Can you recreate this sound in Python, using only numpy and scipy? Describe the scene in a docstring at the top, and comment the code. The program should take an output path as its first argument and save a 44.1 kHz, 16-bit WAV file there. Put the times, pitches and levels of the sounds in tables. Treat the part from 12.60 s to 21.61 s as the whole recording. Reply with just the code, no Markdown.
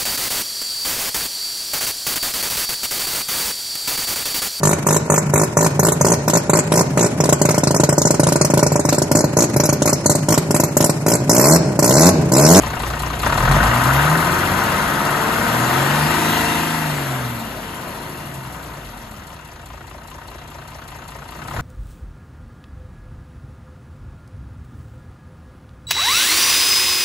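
"""A six-cylinder truck diesel, bonnet open, heard from beside the block: it idles, is revved to full speed,
coasts back to idle without fuel and is revved again. Noise bursts at each cylinder's place knock the iron block;
sines on the firing rate and the four-stroke cycle thump in the pipes over a turbulent rumble.
Shorter bursts tick as valve gear, coloured noise rushes as air through fan and intake,
and a fluttering sine whistles as the turbocharger near full speed."""
import sys
import numpy as np
from scipy import signal
from scipy.fft import rfft, irfft, next_fast_len
from scipy.io import wavfile
from scipy.ndimage import uniform_filter1d

SR = 44100
rng = np.random.default_rng(int(sys.argv[2]) if len(sys.argv) > 2 else 0)


def write(x):
    x = np.atleast_2d(x).T
    wavfile.write(sys.argv[1], SR, np.round(np.clip(x, -1, 1) * 32767).astype(np.int16))


N = 397341
T = np.arange(N) / SR
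CYLINDERS = 6
FULL_SPEED = 160  # firings per s

# Engine speed. Each row: time in seconds, firings per second.
SPEED = [(0.0, 29.86), (0.62, 30.31), (0.7, 33.64), (0.9, 45.2), (1.1, 58.7), (1.33, 66.65), (1.58, 81.99),
         (1.98, 97.36), (2.36, 103.98), (3.01, 121.47), (3.16, 133.22), (3.33, 145.5), (3.62, 159.85),
         (4.163, 160.15), (4.52, 132.12), (5.12, 93.68), (5.69, 70.06), (6.55, 39.16), (6.97, 27.44),
         (7.45, 29.85), (8.75, 29.8), (8.86, 32.79), (9.01, 39.89)]
# Anchor of the firing count: time in seconds, number of the firing at that moment.
KNOWN_FIRING = (.629, 19)
# Loudness. Each row: time in seconds, block level in dB, share of extra clatter around BRIGHT_HZ.
LOUDNESS = [(0, -26.5, 0.046), (.61, -27.5, 0.041), (.66, -23, 0.73), (.74, -23.5, 0.66), (.9, -21, 0.8),
            (1.48, -21, 1), (1.6, -22, 0.71), (2.4, -23.5, 0.52), (3.1, -21.5, 0.043), (3.75, -20, 0.086),
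            (4.15, -24, 0.086), (4.75, -31, 0.043), (4.95, -33, .05), (5.4, -33.5, 0.054), (5.8, -35.5, .1),
            (6.15, -37, 0.29), (6.55, -39, 0.26), (6.95, -41, .05), (7.35, -41, 0.036), (8.7, -39, 0.037),
            (8.9, -35.5, .1), (9.01, -30.5, 0.35)]

# Turbocharger whistle. Each row: time in seconds, pitch in Hz, level in dB before WHINE_TRIM_DB and flutter.
WHINE = [(2.95, 6500, -66), (3.05, 6900, -43), (3.25, 7800, -44), (3.36, 8400, -37), (3.42, 8600, -36),
         (3.47, 8850, -44), (3.52, 8900, -58), (4.14, 8900, -58), (4.24, 8450, -43), (4.4, 7600, -47),
         (4.52, 7070, -49), (4.8, 6000, -75)]

# Valve gear blows. Each row: place in the cycle in firings, level in dB against the other rows,
# centre in Hz, width in Hz.
VALVE_BLOWS = [(0, 21, 6700, 1500), (0, 27, 4200, 490), (.6, 28.5, 9600, 4000), (1, 27, 3130, 1200),
               (1, 22, 6300, 1500), (1.5, 23, 4600, 2000), (1.85, 30, 5830, 1180), (2.25, 27, 9600, 4000),
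               (2.55, 19, 4070, 500), (3.05, 25, 4200, 686), (3.05, 25, 6420, 600), (4, 27.5, 3840, 2510),
               (4.6, 26, 6500, 3000), (5.02, 22, 2780, 120), (5.8, 31.5, 8540, 4000)]
# Broad colour of the valve gear. Each row: frequency in Hz, relative level in dB per Hz.
GEAR_COLOUR = [(1180, -24), (2000, 0.5), (2210, -9), (2420, -5), (2660, -3.5), (3170, -4.5), (4280, -10.5),
               (5420, -11.5), (6360, -14), (8200, -11.5), (10700, -27.5), (18000, -120)]
# Ringing of the valve gear. Each row: centre in Hz, width in Hz, lift over the broad colour in dB.
GEAR_RINGS = [(2730, 60, 4), (3770, 70, 3), (4220, 140, 4), (6220, 80, 4), (6520, 80, 2.5),
              (7050, 250, 2.5)]
# Colour of the fine air hiss. Each row: frequency in Hz, relative level in dB per Hz.
HISS_COLOUR = [(7000, -32), (8500, -34), (9500, 6), (10300, 7), (12300, 11), (12800, 17.5), (13500, -21),
               (14500, -72)]

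# Exhaust tones. Each row: time in seconds, mean level in dB at the firing rate, at twice and at three times it.
FIRING_TONES = [(0, -48, -33, -56), (.45, -43, -29.5, -46), (.66, -45, -33, -51), (.78, -25, -49, -22.5),
                (.92, -19, -46, -15.5), (1.05, -19, -22.5, -31.5), (1.2, -29, -22, -42),
                (1.38, -22, -19.5, -35), (1.52, -33, -16, -34), (1.65, -30, -29.5, -37),
                (1.95, -29, -29, -51), (2.35, -54, -32, -43), (2.6, -38, -34.5, -46),
                (2.8, -32.5, -25, -42), (2.98, -27, -28, -52), (3.2, -23, -30.5, -46), (3.4, -19, -50, -34),
                (3.6, -26.5, -27, -42), (3.85, -29, -32, -53), (4.1, -27.5, -33.5, -47),
                (4.4, -26, -36, -42), (4.65, -25.5, -32.5, -59), (4.82, -39, -36, -44),
                (5.05, -48, -41.5, -58), (5.3, -54, -40, -43), (5.6, -54, -39, -61),
                (5.78, -50, -32.5, -45), (6, -43, -42, -47), (6.4, -41, -51, -47), (6.7, -55, -49, -57),
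                (7, -60, -42.5, -47), (8.7, -67, -46, -55), (8.9, -54, -43, -47), (9.01, -23, -33, -24)]

# Pressure tones of the four-stroke cycle. Each row: multiple of the cycle rate, relative level in dB
# under fuel, in dB at full speed, in dB coasting.
CYCLE_TONES = [(3, -2, -1, 8), (4, -8, -5, -1), (5, -5, -9, -2), (7, -4, -4, -1), (8, 1, -2, -2),
               (9, 2, 2, -3), (10, -2, 1, 2), (11, 2, -2, -4), (13, -7, -4, -2), (14, -4, -4, -1),
               (15, -8, -11, 3), (16, 3, -8, 4), (17, -10, -6, -6), (20, -1, -4, -6), (21, -7, -14, -10),
               (22, -2, -4, 0), (24, 5, -6, -10), (27, -9, -10, -8), (28, -5, -15, 5), (30, 0, -11, -9),
               (32, -5, -12, 5)]
# Pipe response to those tones. Each row: frequency in Hz, relative gain in dB.
PIPE_RESPONSE = [(25, -28), (48, -0.5), (72, -3), (95, -4), (120, -2), (145, 5.5), (170, -1.5), (250, 2.5),
                 (320, -1), (370, 4), (410, -11), (452, 4), (490, -5), (540, -1), (620, -7)]
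# Colour of the low rumble. Each row: frequency in Hz, relative level in dB per Hz.
RUMBLE_COLOUR = [(12, -32), (22, -32), (43, -8), (65, -3), (141, -3.5), (187, -7.5), (228, -3.5),
                 (290, -11), (520, -23), (600, -45), (780, -52), (1320, -120)]
# Swell of the boom as a multiple of the firing rate crosses the pipe resonance. Each row: multiple,
# swell in dB at full fuel, in dB without fuel.
PIPE_CROSSINGS = [(1, 0, -2), (2, -7, 0), (3, 5, -1), (5, 9.5, -3)]

# Sudden hard knocks as the pedal goes down. Each row: start in seconds, drive in dB over the block level.
HARD_KNOCKS = [(.633, 7), (.663, 11), (.724, 10), (.776, 8), (.851, 6), (.912, 11), (.953, 7), (1.029, 10),
               (1.066, 7), (1.133, 7), (8.817, 7), (8.882, 8), (8.964, 9)]
# Colour of the hard knocks. Each row: frequency in Hz, relative level in dB per Hz.
HARD_COLOUR = [(300, -20), (650, -4), (950, 0), (1500, 0), (2000, -4), (2700, -13), (7000, -20),
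               (11000, -26), (13000, -50)]

# Each cylinder shakes its own part of the block. Each row: place in the cycle in firings,
# level in dB against the other rows, centre in Hz, width in Hz.
KNOCKS = [(0, -2, 924, 304), (1, -1, 1096, 302), (2, -1.5, 920, 402), (2, -9.5, 1956, 250),
          (3.05, -1.5, 1080, 354), (4, -1.5, 860, 290), (4.05, -4.5, 1400, 302), (5, -4, 1010, 350)]
# Colour of the knock before the iron. Each row: frequency in Hz, relative level in dB per Hz.
KNOCK_COLOUR = [(300, 3.5), (900, -5), (1600, 3), (4000, 6)]
# Broad colour of the iron. Each row: frequency in Hz, relative level in dB per Hz.
BLOCK_COLOUR = [(180, -18), (300, 2), (361, 3), (415, -1), (699, 1.5), (831, -3), (926, 1), (1150, -2.5),
                (1310, -2.5), (2200, -8), (4000, -26.5), (5200, -57), (8800, -120)]
# Ringing of block and covers. Each row: centre in Hz, width in Hz, lift over the broad colour in dB.
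BLOCK_RINGS = [(691, 340, 3.5), (918, 58, 3), (1018, 63, 2.5), (1273, 87, 3), (1546, 82, 1.5),
               (1848, 56, 3.5)]
# Shift of the iron's colour at full speed. Each row: frequency in Hz, relative change in dB.
FAST_COLOUR = [(300, -3), (550, -4.5), (800, -0.5), (1120, -1), (1400, 2.5), (2100, 3.5), (4000, -5.5)]
# Higher multiples of the cycle that pistons, pump and timing gears repeat exactly. Each row: multiple of
# the cycle rate, relative level in dB at full speed.
MESH_TONES = [(26, -34), (27, -40), (28, -40), (33, -34), (34, -34), (35, -35), (36, -31), (39, -38),
              (40, -42), (45, -38), (46, -41), (47, -44), (49, -37), (51, -40), (54, -42), (57, -43),
              (59, -39), (60, -45), (61, -41), (62, -44), (63, -41), (66, -45), (67, -44), (69, -43),
              (72, -45), (73, -38), (74, -43), (75, -44), (76, -45), (78, -44), (79, -44), (96, -46),
              (102, -45)]

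# Likeness of the two channels. Each row: frequency in Hz, left-right likeness from 0 to 1.
LIKENESS = [(40, .999), (150, .995), (300, .94), (600, .8), (1200, .7), (2400, .45), (4500, .55),
            (8000, .68), (12000, .72)]
# Channel balance. Each row: frequency in Hz, left over right in dB.
LOUDER_LEFT = [(60, 0.0), (120, 0.0), (230, 0.0), (460, 2.0), (910, 4.5), (1800, 6.5), (3560, 4.5),
               (7020, 0.0), (13900, 0.0)]
# Phase between channels. Each row: frequency in Hz, lead of the left in radians.
LEFT_LEADS = [(0, 0), (780, 0.4), (1980, -1.4), (3010, 2.0), (4220, -0.5), (5600, 3.2), (6370, -0.1),
              (7490, 0.1), (8350, -3.1), (9820, -3.2), (10500, -6.3), (12000, -6.2), (12800, -9.3),
              (14000, -9.5)]

# Slowing without fuel: friction (firings per s lost each s) and losses that grow with speed (share lost each s).
FRICTION, PUMPING = 15, .43
# Push at full fuel (firings per s gained each s), the time over which it is smoothed (s),
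# and the share of fuel below which the engine begins to coast.
FULL_PUSH, INJECT_S, COAST_FUEL = 140, .12, .15

WHINE_TRIM_DB, WHINE_FLUTTER_DB, WHINE_WOBBLE = -2, 5, .004  # wobble is a share of the pitch
GEAR_DB, GEAR_FAST_DB = -5.5, 3  # valve gear over block: at rest, added at full speed
# Hiss over block: at rest, added at speed, added at full fuel; it stops growing at this many firings per s.
HISS_DB, HISS_FAST_DB, HISS_FUEL_DB, HISS_FULL_SPEED = -14.5, 7.5, -1.5, 68
# Boom over block: at standstill, added at full speed, added at full fuel.
BOOM_DB, BOOM_FAST_DB, BOOM_FUEL_DB = 1, -2, -1
PIPE_HZ, PIPE_WIDTH_HZ = 143, 28
# Share of the boom's power that is tone: at rest, at full speed, added by full fuel at rest.
TONE_IDLE, TONE_FAST, TONE_FUEL = .5, .9, .05
KNOCK_FADE_S = 0.011  # a hard knock's drive falls to 37 % in this time
LOOSE_S = .0002  # spread of each blow about its place
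REPEAT_SLOW, REPEAT_FAST = 0.93, 0.44  # share of the knock that repeats each cycle, at rest and at full speed
# Share of the block's drive that is knock, without fuel and at full fuel; part of it lost at full speed.
KNOCK_DRY, KNOCK_FUELLED, KNOCK_BLUR = .1, .9, .45
BRIGHT_HZ, BRIGHT_WIDTH_HZ = 1460, 550
EDGE_HZ = 14400  # upper band limit


def gain_of(db):
    """Decibels to a factor."""
    return 10 ** (np.asarray(db) / 20)


def evened(x):
    """Scales to rms 1."""
    return x / np.sqrt(np.mean(x ** 2) + 1e-20)


def mix(share, a, b):
    """Shares the power between two sounds."""
    share = np.clip(share, 0, 1)
    return np.sqrt(share) * a + np.sqrt(1 - share) * b


def noise():
    """Two unrelated copies of white noise."""
    return rng.standard_normal((2, N))


def drift(count, at=T):
    """A random line through evenly spaced points, for slow unsteadiness."""
    return np.interp(at, np.linspace(0, T[-1], count), rng.standard_normal(count))


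def read(points, hz):
    """Value of a spectrum table on a log-frequency axis."""
    f, value = np.transpose(points)
    return np.interp(np.log(hz + 1), np.log(f + 1), value)


def curves(rows):
    """Every column of a table at every sample."""
    s, *columns = np.transpose(rows)
    return [np.interp(T, s, c) for c in columns]


def bump(offset_hz, width_hz):
    """Resonance curve: 1 at the centre, a half at the edges of its width."""
    return 1 / (1 + (2 * offset_hz / width_hz) ** 2)


def peak(x, hz, width_hz):
    """Passes one resonant band."""
    return signal.lfilter(*signal.iirpeak(hz, hz / width_hz, SR), x)


def colour(x, spectrum, rings=(), size=8192):
    """Causal filter: a broad spectrum with resonant bumps, minimum phase."""
    hz = abs(np.fft.fftfreq(size, 1 / SR))
    db = read(spectrum, hz) + sum(lift * bump(hz - f, width) for f, width, lift in rings)
    log_gain = np.log(gain_of(np.maximum(db, -100)))
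    taps = np.fft.ifft(np.exp(np.conj(signal.hilbert(log_gain)))).real[:size // 2]
    return signal.oaconvolve(x, taps[None] / np.linalg.norm(taps), axes=1)[:, :N]


def patchy(x, depth_db):
    """Noise swells and sinks unevenly, in bands a few hundred Hz wide, over about a tenth of a second."""
    z = signal.stft(x, nperseg=512)[2]
    patches = rng.standard_normal(z.shape[:0:-1]).T
    patches = uniform_filter1d(patches, size=4, axis=0)  # across frequency
    patches = evened(uniform_filter1d(patches, size=14, axis=1))  # across time
    return signal.istft(z * gain_of(depth_db * patches), nperseg=512)[1][:, :N]


def firing_rate():
    """Firings per second."""
    return curves(SPEED)[0]


def firings():
    """Running count of firings."""
    turns = np.cumsum(firing_rate()) / SR
    known_s, known_count = KNOWN_FIRING
    return turns - turns[round(known_s * SR)] + known_count


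def fuel():
    """Fuel 0-1: what it takes to speed up and to overcome the losses."""
    speed = firing_rate()
    push = np.gradient(speed) * SR + FRICTION + PUMPING * speed
    return np.clip(uniform_filter1d(push, round(INJECT_S * SR)) / FULL_PUSH, 0, 1)


def burn():
    """Shares 0-1 of knock, of repeating knock and of tone in the boom, following speed and fuel."""
    pace, load = firing_rate() / FULL_SPEED, fuel()
    knock_share = KNOCK_DRY + (KNOCK_FUELLED - KNOCK_DRY) * np.sqrt(load)
    knock_share = knock_share * (1 - KNOCK_BLUR * pace)
    repeat = REPEAT_SLOW + (REPEAT_FAST - REPEAT_SLOW) * pace
    tone_share = TONE_IDLE + (TONE_FAST - TONE_IDLE) * pace + TONE_FUEL * (1 - pace) * load
    return knock_share, repeat, tone_share


def levels():
    """dB of block, boom, valve gear and hiss: all follow the block, shifted by speed, fuel and pipe resonance."""
    block_db, speed, load = curves(LOUDNESS)[0], firing_rate(), fuel()
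    pace = speed / FULL_SPEED
    swell_db = sum((dry_db + (full_db - dry_db) * load) * bump(round(k) * speed - PIPE_HZ, PIPE_WIDTH_HZ)
                   for k, full_db, dry_db in PIPE_CROSSINGS)
    boom_db = block_db + BOOM_DB + BOOM_FAST_DB * pace + BOOM_FUEL_DB * load + swell_db
    gear_db = block_db + GEAR_DB + GEAR_FAST_DB * pace
    hiss_growth = np.minimum(speed / HISS_FULL_SPEED, 1)
    hiss_db = block_db + HISS_DB + HISS_FAST_DB * hiss_growth + HISS_FUEL_DB * load
    return block_db, boom_db, gear_db, hiss_db


def blows(places, t60, rise, uneven_db, repeat, focus_db):
    """Dying bursts at fixed places of the cycle: one part is the same each cycle, one is new; two unrelated copies."""
    turns, t = firings(), np.arange(2048) / SR
    fade = gain_of(-60 * t / t60) * (1 - np.exp(-t / rise))
    out = np.zeros((2, N))
    for place, db, hz, width in places:
        hit = np.diff(np.floor((turns - place) / CYLINDERS), prepend=0) == 1
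        uneven, late = rng.standard_normal((hit.sum(), 2)).T
        moments = np.flatnonzero(hit) + (LOOSE_S * SR * late).astype(int)
        train = np.zeros(N)
        train[np.clip(moments, 0, N - 1)] = gain_of(db + uneven_db * uneven)
        same = signal.oaconvolve(train[None], fade * rng.standard_normal((2, len(t))), axes=1)[:, :N]
        fresh = np.sqrt(abs(signal.oaconvolve(train ** 2, fade ** 2)[:N])) * noise()
        burst = mix(repeat, same, fresh)
        struck_part = peak(burst, hz, width) * np.sqrt(hz / width / 2)
        out += burst + gain_of(focus_db) * struck_part
    # faster running packs more blows into a second: keep the mean power steady
    return evened(out / np.sqrt(firing_rate()))


def tones(orders, response, waver_db, scatter, place=0):
    """Slowly wavering sines at multiples of the cycle, at response(multiple, Hz, rest of the row) dB; power 1.

    A small scatter of starting phase from one sine to the next (in turns, more across gaps) bunches
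    neighbours into one throb a cycle, at the given place (in firings)."""
    slow = T[::256]
    cycle_hz = firing_rate()[::256] / CYLINDERS
    angle = 2 * np.pi * ((firings() - place) / CYLINDERS % 1)
    gaps = np.diff(np.transpose(orders)[0], prepend=0)
    starts = 2 * np.pi * np.cumsum(scatter * gaps ** 2 * rng.standard_normal(len(orders)))
    out, power = np.zeros(N, complex), np.zeros(len(slow))
    for (k, *row_db), start in zip(orders, starts):
        size = gain_of(response(k, k * cycle_hz, *row_db) + waver_db * drift(90, slow))
        out += np.interp(T, slow, size) * np.exp(1j * (round(k) * angle + start).astype(np.float32))
        power += size ** 2 / 2
    # the scattered copy is a quarter turn late
    return np.array([out.real, out.imag]) / np.sqrt(np.interp(T, slow, power))


def whine():
    """Turbocharger whistle: a thin sine that follows the spool, fluttering in level and pitch."""
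    hz, db = curves(WHINE)
    size = gain_of(db + WHINE_TRIM_DB + WHINE_FLUTTER_DB * drift(280))
    turns = np.cumsum(hz * (1 + WHINE_WOBBLE * drift(1500))) / SR
    z = size * np.exp(2j * np.pi * turns)
    return np.sqrt(2) * np.array([z.real, z.imag])


def valve_gear():
    """Valve and injector ticks strike small parts; the same ticks and rushing air also feed a fine hiss."""
    ticks = blows(VALVE_BLOWS, t60=.07, rise=.003, uneven_db=1.3, repeat=.6, focus_db=10)
    tick_share = 0.51 * (firing_rate() / 30) ** -.45  # air takes over with speed
    air = evened(patchy(noise(), depth_db=2.5))
    drive = mix(tick_share, ticks, air)
    gear_db, hiss_db = levels()[2:]
    gear = gain_of(gear_db) * evened(colour(drive, GEAR_COLOUR, GEAR_RINGS))
    hiss = gain_of(hiss_db) * evened(colour(drive, HISS_COLOUR))
    return gear + hiss


def exhaust():
    """Exhaust pulses as clean sines on the firing rate and its first multiples, slightly unsteady in level."""
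    z = np.zeros(N, complex)
    for k, db in enumerate(curves(FIRING_TONES), start=1):
        z += gain_of(db + 2.6 * drift(150)) * np.exp(2j * np.pi * (k * firings() % 1))
    return np.sqrt(2) * np.array([z.real, z.imag])


def boom():
    """Tones of the cycle, lifted where they cross a pipe resonance, over low turbulent rumble."""
    fast = np.clip(firing_rate()[::256] / FULL_SPEED, 0, 1) ** 5
    coast = np.clip(1 - fuel()[::256] / COAST_FUEL, 0, 1)

    def level(k, hz, fuelled_db, fast_db, coast_db):
        """Blends the fuelled, coasting and full-speed levels, then adds the pipes."""
        slow_db = fuelled_db + (coast_db - fuelled_db) * coast
        return slow_db + (fast_db - slow_db) * fast + read(PIPE_RESPONSE, hz)

    pulses = tones(CYCLE_TONES, level, waver_db=3, scatter=1)
    rumble = colour(noise(), RUMBLE_COLOUR)
    tone_share = burn()[2]
    return gain_of(levels()[1]) * mix(tone_share, pulses, rumble)


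def hard_knocks():
    """Single sudden noise bursts that ring the block and die quickly."""
    power = sum(gain_of(2 * db) * (T >= s) * np.exp(-2 * abs(T - s) / KNOCK_FADE_S) for s, db in HARD_KNOCKS)
    return gain_of(levels()[0]) * colour(np.sqrt(power) * noise(), HARD_COLOUR, BLOCK_RINGS)


def block():
    """Combustion knock and dense clatter ring the iron; a comb of exact repeats grows with speed."""
    knock_share, repeat = burn()[:2]
    pace = firing_rate() / FULL_SPEED
    knock = blows(KNOCKS, t60=.075, rise=.004, uneven_db=.6, repeat=repeat, focus_db=11)
    # a sharp blow rings the modes harder than clatter does
    knock = evened(colour(knock, KNOCK_COLOUR, BLOCK_RINGS))
    clatter = evened(patchy(noise(), depth_db=1.56))
    iron = colour(mix(knock_share, knock, clatter), BLOCK_COLOUR, BLOCK_RINGS)
    iron = iron + pace ** 2 * (colour(iron, FAST_COLOUR) - iron)
    iron = iron + curves(LOUDNESS)[1] * peak(iron, BRIGHT_HZ, BRIGHT_WIDTH_HZ)

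    def comb_level(k, hz, db):
        """Each multiple takes the colour of the iron at the pitch it passes."""
        return db + read(BLOCK_COLOUR, hz) - read(BLOCK_COLOUR, k * FULL_SPEED / CYLINDERS)

    comb = tones(MESH_TONES, comb_level, waver_db=1.1, scatter=.06, place=1.5)
    return gain_of(levels()[0]) * mix(.8 * pace ** 4, comb, iron)


def scene():
    """Two copies of the engine sound, near and scattered."""
    return whine() + valve_gear() + exhaust() + boom() + hard_knocks() + block()


def record(dry):
    """A close pair of microphone ports shares part of the sound and overloads softly; then the band limit."""
    size = next_fast_len(N)
    hz = np.fft.rfftfreq(size, 1 / SR)
    near, scattered = rfft(dry, size)
    same = np.clip(read(LIKENESS, hz), -1, 1)
    right = same * near + np.sqrt(1 - same ** 2) * scattered
    right = right * np.exp(-1j * np.interp(hz, *np.transpose(LEFT_LEADS)))
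    tilt = gain_of(read(LOUDER_LEFT, hz) / 2)  # half up on the left, half down on the right
    pair = 0.83 * irfft([near * tilt, right / tilt], size)[:, :N]
    pair = 1.15 * np.tanh(pair / 1.15)  # the loudest peaks round off
    band_limit = signal.firwin(511, EDGE_HZ, window=("kaiser", 9), fs=SR)
    return signal.oaconvolve(pair, band_limit[None], "same")


dry = scene()
out = record(dry)
write(out)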